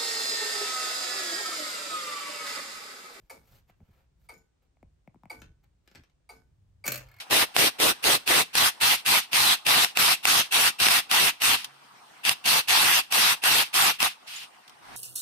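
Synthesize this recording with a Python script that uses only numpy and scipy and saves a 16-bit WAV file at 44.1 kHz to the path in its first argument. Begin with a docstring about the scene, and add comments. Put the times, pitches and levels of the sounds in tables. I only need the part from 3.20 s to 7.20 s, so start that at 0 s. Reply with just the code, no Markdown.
"""A brass clock movement close to a hand-held phone in a quiet room, over low rumble and microphone hiss.
Skin rubs and the hand pushes from the start; the escapement, as plates ringing on, ticks once a second.
Finger taps thump and knock on the phone in the first two seconds, then its case creaks in bright clicks.
A low hum sets in late; a lever lets go and bounces with a clack on the frame.
Out of the bounces comes a whirr of filtered noise, and wheel teeth tap a ringing pinion ever faster."""
import sys
import numpy as np
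from scipy import signal
from scipy.fft import rfft, irfft
from scipy.io import wavfile
from scipy.ndimage import uniform_filter1d

SR = 44100
rng = np.random.default_rng(int(sys.argv[2]) if len(sys.argv) > 2 else 0)


def store_wav(level_fs):
    """Save 16-bit WAV to argv[1]."""
    pcm = np.round(np.clip(np.atleast_2d(level_fs), -1, 1) * 32767)
    wavfile.write(sys.argv[1], SR, pcm.T.astype(np.int16))


N = 176400
SHORT = 22050  # samples in one struck sound: half a second

# Blows of the dropping lever on the frame. Each row: start in seconds, ring in dB, rattle in dB.
BLOWS = [(3.656, -52.5, -34), (3.6635, -47.5, -27), (3.6776, -36.5, -20), (3.686, -46.5, -45),
         (3.719, -44.5, -23), (3.7416, -47.5, -32.5), (3.7565, -47, -32), (3.776, -64, -36)]
# Colour of the rattle in lever and wheels. Each row: frequency in Hz, level in dB.
CLACK_RATTLE = [(100, -55), (129, -8.5), (583, -13.5), (818, -23.5), (2270, -8), (3400, -18.5),
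                (7770, -13.5), (12900, -9), (16000, -14.5)]
CLACK_CRACK_T60_S, CLACK_TAIL_T60_S, CLACK_TAIL_DB, CLACK_PAN_DB = 0.032, 0.14, -16.5, .5

RISE_S, DETUNE = 0.00059, 0.0016  # onset of struck sounds; spread of mode pitch as a fraction
ROUGH, ROUGH_S = .35, .006  # depth of the wavering as a fraction, and its grain
FLUTTER_DB, FLUTTER_HZ = 3.5, 500  # the reflections and the loose part flutter

HISS_MID_DB, HISS_SIDE_DB = -82.5, -83
RUMBLE_DB, RUMBLE_SIDE_DB = -68, -10.5  # the side is relative to the middle
HUM_HZ, HUM_DB, HUM_START_S, HUM_RISE_S = 100, -60.5, 3.37, 0.0095

TICK_CRACK_T60_S, TICK_TAIL_T60_S, TICK_TAIL_DB = 0.033, .3, -6
CASE_LAG_S, CASE_HZ = .022, 300  # the lag of the wooden case at this pitch

THUMP_HZ, THUMP_T60_S = 100, .06
THUMP_GLIDE, THUMP_GLIDE_S = 2.5, .005  # extra pitch at the start as a fraction, and its decay
KNOCK_T60_S, UPPER_KNOCK_HZ, SNAP_DB, TAP_PAN_DB = .007, 2190, -24, 4  # snap relative to knock
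CREAK_T60_S, CREAK_TAIL_T60_S, CREAK_TAIL_DB, CREAK_PAN_DB = 0.016, 0.11, -16.5, 5

WHIRR_DB, WHIRR_HZ, WHIRR_WIDTH_HZ = -57.5, 1420, 1800
TRAIN_START_S, TOOTH_S, SPEED_UP_S = 3.886, .028, .002  # first gap, and how much each next one shrinks
TOOTH_RING_DB, TOOTH_RATTLE_DB = -60.5, -59.5

ROOM_T60_S, ROOM_DB, ROOM_LOW_HZ, ROOM_HIGH_HZ = 0.22, -5.5, 413, 5870
TAP_ROOM_DB = -10  # the taps' share in the room
LOW_LAG_CYCLES, TOP_HZ = 1.1, 15750


def undb(db):
    """Turns dB into an amplitude factor."""
    return 10 ** (np.asarray(db) / 20)


def noise(table, size=N):
    """Noise with the colour of (Hz, dB) points, rms 1."""
    f, points = np.fft.rfftfreq(size, 1 / SR) + 1, np.array(table)
    colour = undb(np.interp(np.log(f), np.log(points[:, 0]), points[:, 1]))
    x = irfft(rfft(rng.standard_normal(size)) * colour, size)
    return x / np.sqrt(np.mean(x ** 2))


def bandpass(order, low_hz, high_hz, x):
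    """Passes what lies between two frequencies."""
    return signal.sosfilt(signal.butter(order, [low_hz, high_hz], "band", fs=SR, output="sos"), x)


def walk(rate):
    """A random line through levels drawn `rate` times a second; spread near 1."""
    k = int(SR / rate)
    steps = np.repeat(rng.standard_normal(N // k + 1), k)
    return uniform_filter1d(steps, k)[:N]


def fade(t60, size=SHORT):
    """A quick rise, then a loss of 60 dB in t60 seconds."""
    t = np.arange(size) / SR
    return np.exp(-np.log(1000) * t / t60) * (1 - np.exp(-t / RISE_S))


def ring(modes, scatter_db):
    """Decaying modes, each struck a little differently; loose parts make those above 200 Hz waver."""
    t, m = np.arange(SHORT) / SR, np.array(modes)
    chance = rng.standard_normal((len(m), 2))
    gain = undb(m[:, 1] + scatter_db * chance[:, 0])
    hz = m[:, 0] * (1 + DETUNE * chance[:, 1])
    k = int(ROUGH_S * SR)
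    # sqrt(k) makes up for the spread lost in averaging
    rough = np.sqrt(k) * uniform_filter1d(rng.standard_normal((len(m), len(t))), k)
    waver = 1 + ROUGH * rough * (hz > 200)[:, None]
    return sum(a * w * fade(t60) * np.sin(2 * np.pi * f * t)
               for f, a, t60, w in zip(hz, gain, m[:, 2], waver))


def add(out, x, s, pan_db):
    """Adds a sound at a time in seconds, the left louder than the right by pan_db."""
    i = max(int(s * SR), 0)
    x = x[:N - i]
    out[:, i:i + len(x)] += x * undb(np.array([[pan_db], [-pan_db]]) / 2)


def rumble():
    """Uneven low noise of the room, mostly alike in both channels."""
    # Colour of the rumble. Each row: frequency in Hz, level in dB.
    colour = [(15, -33), (30, -8.5), (55, 2.5), (100, -6.5), (150, -8.5), (250, -24.5), (400, -55.5)]
    level = undb(RUMBLE_DB + 3 * walk(5))
    mid = level * noise(colour)
    side = undb(RUMBLE_SIDE_DB) * level * noise(colour)
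    return np.array([mid + side, mid - side])


def hiss():
    """Steady microphone hiss, wide between the channels."""
    # Colour of the hiss. Each row: frequency in Hz, level in dB.
    colour = [(150, -45), (250, 1.5), (500, -5.5), (1300, -13), (5000, -20), (9000, -22), (16000, -94)]
    mid, side = undb(HISS_MID_DB) * noise(colour), undb(HISS_SIDE_DB) * noise(colour)
    return np.array([mid + side, mid - side])


def rubbing():
    """Skin and cloth stroke the phone: grainy noise swells, each with its own share of treble."""
    # Each row: three times in seconds that shape the swell, not always in order, level in dB,
    # treble against it in dB.
    strokes = np.array([(-.05, 0.01, 0.65, -78.5, -4.5), (0.192, 0.366, 0.42, -64.5, -1),
                        (0.471, 0.504, 0.51, -63.5, -8.5), (0.55, 0.777, 0.87, -68.5, -9.5),
                        (0.966, 1.086, 1.07, -73, -1), (1.421, 1.417, 1.477, -71, -9),
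                        (2.426, 2.448, 2.445, -63.5, -7.5), (2.624, 2.75, 2.87, -68, -9)])
    # Colour of the rubbing. Each row: frequency in Hz, level in dB.
    colour = [(150, -5.5), (400, -5), (2000, -9.5), (8400, -14.5), (11700, -7), (16000, -14.5)]
    t, x = np.arange(N) / SR, noise(colour)
    low = signal.sosfiltfilt(signal.butter(2, 2800, fs=SR, output="sos"), x)
    treble = x - low
    swell = np.array([np.interp(t, row[:3], [0, 1, 0]) for row in strokes])
    low_level = undb(strokes[:, 3]) @ swell
    treble_level = undb(strokes[:, 3] + strokes[:, 4]) @ swell
    grain = undb(2 * walk(150) + walk(25))
    return grain * (low_level * low + treble_level * treble) * np.ones((2, 1))


def bumps():
    """Soft pushes of the hand on the phone: low noise under bell-shaped swells."""
    # Each row: middle in seconds, length in seconds, level in dB, top frequency in Hz.
    pushes = [(0.028, 0.039, -62.5, 132), (0.343, 0.11, -63.5, 97), (0.613, 0.039, -55, 148),
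              (0.695, 0.042, -60.5, 137), (1.645, 0.1, -60.5, 83), (2.255, 0.23, -57.5, 121),
              (2.783, 0.074, -58, 156), (3.824, 0.18, -60, 71)]
    t, out = np.arange(N) / SR, 0
    for s, length, db, top_hz in pushes:
        x = bandpass(2, 35, top_hz, rng.standard_normal(N))
        x = x * np.exp(-2 * ((t - s) / length * 2) ** 2)
        out = out + undb(db) * x * np.sqrt(length * SR / np.sum(x ** 2))  # equal power over its length
    return out


def escapement():
    """A few quick contacts ring the plates and shake them; a loose part chatters after."""
    # Four ticks, then the lever's release. Each row: start in seconds, ring in dB, rattle in dB,
    # left over right in dB.
    ticks = [(0.097, -48, -46, .5), (1.088, -50, -52, 2.5), (2.098, -44, -47.5, 0.5),
             (3.091, -47.5, -52.5, 0.5), (3.640, -44, -47, 6)]
    # Contacts within a tick. Each row: seconds after the first, level in dB.
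    contacts = [(0, -3), (.004, -2), (.011, -5)]
    # Modes of the plates under the escapement. Each row: frequency in Hz, level in dB, t60 in seconds.
    plates = [(263.7, -17.5, 0.26), (365, -12, 0.35), (447, -19.5, 0.4), (729, -14.5, 0.15),
              (882.6, 3, 0.058), (1050, -12, 0.045), (1187.4, -5.5, 0.096), (1501, -20.5, 0.45),
              (2228, 4.5, 0.099), (2232, -14.5, 0.035), (4130, -12.5, 0.04), (4664, -3, 0.043),
              (8790, -0.5, 0.031)]
    # Colour of the rattle. Each row: frequency in Hz, level in dB.
    colour = [(150, -16), (400, -8), (1000, -16.5), (1700, -22), (3100, -28), (4500, -24), (7800, -27),
              (9000, -14.5), (13800, -25.5), (16000, -38.5)]
    # Chatter of the loose part. Each row: start in seconds, level in dB.
    chatter = [(0.1073, -57.5), (1.1385, -69.5), (1.177, -69.5), (2.115, -64.5), (2.1995, -68),
               (3.114, -62.5), (3.159, -70)]
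    # Modes of the loose part. Each row: frequency in Hz, level in dB, t60 in seconds.
    loose_part = [(5140, -1, 0.064), (6100, -4, 0.07), (6930, 4, 0.069), (11600, -11, 0.061),
                  (13700, -4, 0.072)]
    out = np.zeros((2, N))
    shape = fade(TICK_CRACK_T60_S) + undb(TICK_TAIL_DB) * fade(TICK_TAIL_T60_S)
    for s, ring_db, rattle_db, pan_db in ticks:
        for late, db in contacts:
            rattle = shape * noise(colour, size=SHORT)
            contact = undb(ring_db) * ring(plates, 2.3) + undb(rattle_db) * rattle
            add(out, undb(db) * contact, s + late, pan_db)
    for s, db in chatter:
        flutter = undb(db + 2 * FLUTTER_DB * walk(FLUTTER_HZ)[:SHORT])
        add(out, flutter * ring(loose_part, 3), s, 0)
    return out


def through_case(x):
    """The wooden case delays the lows more than the highs, so that each tick sinks in pitch."""
    f = np.fft.rfftfreq(N, 1 / SR)
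    lag = CASE_LAG_S * (CASE_HZ / np.maximum(f, CASE_HZ / 1.5)) ** 3  # constant at the bottom
    cycles = np.cumsum(lag) * SR / N  # lag summed over frequency gives phase
    return irfft(rfft(x) * np.exp(-2j * np.pi * cycles), N)


def thump():
    """A low swing that starts high and drops at once."""
    t = np.arange(SHORT) / SR
    final_hz = THUMP_HZ * (1 + 0.14 * rng.standard_normal())
    hz = final_hz * (1 + THUMP_GLIDE * np.exp(-t / THUMP_GLIDE_S))
    return np.sin(2 * np.pi * np.cumsum(hz) / SR) * fade(THUMP_T60_S)


def taps():
    """Fingers tap the phone: a thump, two short knocks and a faint noisy snap."""
    # Each row: start in seconds, knock in dB, thump in dB, knock frequency in Hz, upper knock in dB.
    touches = [(.497, -41.5, -57.5, 660, -47.5), (0.603, -46.5, -55.5, 615, -60),
               (1.569, -52, -72, 710, -59.5), (1.628, -36, -48, 603, -47.5),
               (1.875, -33.5, -42.5, 610, -41), (1.944, -41, -52.5, 800, -78),
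               (1.957, -52, -48.5, 950, -60), (2.034, -34.5, -46.5, 890, -52),
               (2.055, -35, -45.5, 740, -43.5)]
    out, t = np.zeros((2, N)), np.arange(SHORT) / SR
    for s, knock_db, low_db, hz, upper_db in touches:
        snap = undb(SNAP_DB) * rng.standard_normal(len(t))
        knock = undb(knock_db) * (np.sin(2 * np.pi * hz * t) + snap)
        upper = undb(upper_db) * np.sin(2 * np.pi * UPPER_KNOCK_HZ * t)
        add(out, undb(low_db) * thump() + (knock + upper) * fade(KNOCK_T60_S), s, TAP_PAN_DB)
    return out


def creaks():
    """The phone's case creaks: bright clicks with a short scratchy tail and a thump."""
    # Each row: start in seconds, click in dB before it is halved, low thump in dB.
    clicks = [(2.2172, -36.5, -45), (2.6753, -46, -83), (2.7129, -48.5, -58.5), (2.7487, -41, -58),
              (2.7546, -37, -60), (2.8355, -50, -89), (2.897, -61.5, -104)]
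    # Colour of the clicks. Each row: frequency in Hz, level in dB.
    colour = [(180, -48), (300, 4.5), (584, -6), (2280, -3), (6620, -11.5), (14500, -19.5), (16000, -37)]
    out = np.zeros((2, N))
    shape = fade(CREAK_T60_S) + undb(CREAK_TAIL_DB) * fade(CREAK_TAIL_T60_S)
    for s, db, low_db in clicks:
        click = undb(db) / 2 * shape * noise(colour, size=SHORT)
        add(out, click + undb(low_db) * thump(), s, CREAK_PAN_DB)
    return out


def hum():
    """A low, slightly unsteady tone that sets in late and stays."""
    t = np.arange(N) / SR
    onset = np.clip((t - HUM_START_S) / HUM_RISE_S, 0, 1)
    return undb(HUM_DB + 2 * walk(8)) * onset * np.sin(2 * np.pi * HUM_HZ * t)


def clack(ring_db, rattle_db, modes):
    """A blow of metal: ringing modes and a rattle with a crack and a tail."""
    shape = fade(CLACK_CRACK_T60_S) + undb(CLACK_TAIL_DB) * fade(CLACK_TAIL_T60_S)
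    rattle = shape * noise(CLACK_RATTLE, size=SHORT)
    return undb(ring_db) * ring(modes, 4.2) + undb(rattle_db) * rattle


def lever():
    """The dropped lever bounces, and each blow rings the frame."""
    # Modes of frame and case. Each row: frequency in Hz, level in dB, t60 in seconds.
    frame = [(126.8, -9, 0.6), (442.7, -16.5, 0.5), (591.2, -2, 0.3), (1170, -2, 0.088),
             (1490, -1.5, 0.064), (1577, -1, 0.093), (1757, -7, 0.083), (2233, -0.5, 0.05),
             (2540, 1.5, 0.059), (2705, -2, 0.087), (4370, 2, 0.045), (6826, -4, 0.042),
             (299.2, -9.5, 0.42)]
    out = np.zeros((2, N))
    for s, ring_db, rattle_db in BLOWS:
        add(out, clack(ring_db, rattle_db, frame), s, CLACK_PAN_DB)
    return out


def wheel_train():
    """A band of noise whirrs from the last blow on; wheel teeth tap a pinion at a quickening pace."""
    # Modes of the pinion. Each row: frequency in Hz, level in dB, t60 in seconds.
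    wheel = [(1760, -6, 0.088), (2183, 3.5, 0.055), (4330, -5, 0.04), (4920, -4, 0.025)]
    out = np.zeros((2, N))
    low_hz, high_hz = WHIRR_HZ - WHIRR_WIDTH_HZ / 2, WHIRR_HZ + WHIRR_WIDTH_HZ / 2
    whirr = bandpass(2, low_hz, high_hz, rng.standard_normal(N))
    add(out, undb(WHIRR_DB) * whirr, BLOWS[-1][0], CLACK_PAN_DB)
    gaps = np.r_[0, TOOTH_S - SPEED_UP_S * np.arange(4)]
    for s in TRAIN_START_S + np.cumsum(gaps):
        add(out, clack(TOOTH_RING_DB, TOOTH_RATTLE_DB, wheel), s, CLACK_PAN_DB)
    return out


def between_microphones(x):
    """Turns the phase of the right channel against the left in the treble."""
    # Each row: frequency in Hz, lead of the left in radians.
    port_phase = np.array([(5000, 0), (8300, -1.3), (9000, -2.3), (11400, -4.4), (12400, -5.8),
                           (16000, -7.2)])
    f = np.fft.rfftfreq(N, 1 / SR)
    lead = np.interp(f, *port_phase.T)
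    return np.array([x[0], irfft(rfft(x[1]) * np.exp(-1j * lead), N)])


def room(x):
    """Reflections as decaying noise, different left and right, with a fluttering level."""
    echo = bandpass(1, ROOM_LOW_HZ, ROOM_HIGH_HZ, rng.standard_normal((2, SHORT))) * fade(ROOM_T60_S)
    echo = echo / np.sqrt(np.sum(echo ** 2, axis=1, keepdims=True))
    wet = signal.fftconvolve(x.mean(axis=0)[None], echo, axes=1)[:, :N]
    flutter = np.array([walk(FLUTTER_HZ), walk(FLUTTER_HZ)])
    return undb(ROOM_DB + FLUTTER_DB * flutter) * wet


def scene():
    """Clock and hand close by, their reflections, and the quiet room beneath."""
    clock = through_case(escapement()) + lever() + wheel_train()
    near = between_microphones(rubbing() + clock + creaks())
    tapping = taps()
    background = rumble() + hiss() + bumps() + hum()
    return near + tapping + room(near + undb(TAP_ROOM_DB) * tapping) + background


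def record(dry):
    """The phone lets the lows come late and cuts the top."""
    f = np.fft.rfftfreq(N, 1 / SR) + 20
    # a phase along log frequency delays each pitch by about the same number of cycles
    late = irfft(rfft(dry) * np.exp(-2j * np.pi * LOW_LAG_CYCLES * np.log(f)), N)
    return signal.sosfilt(signal.ellip(8, .2, 70, TOP_HZ, fs=SR, output="sos"), late)


dry = scene()
out = record(dry)
store_wav(out)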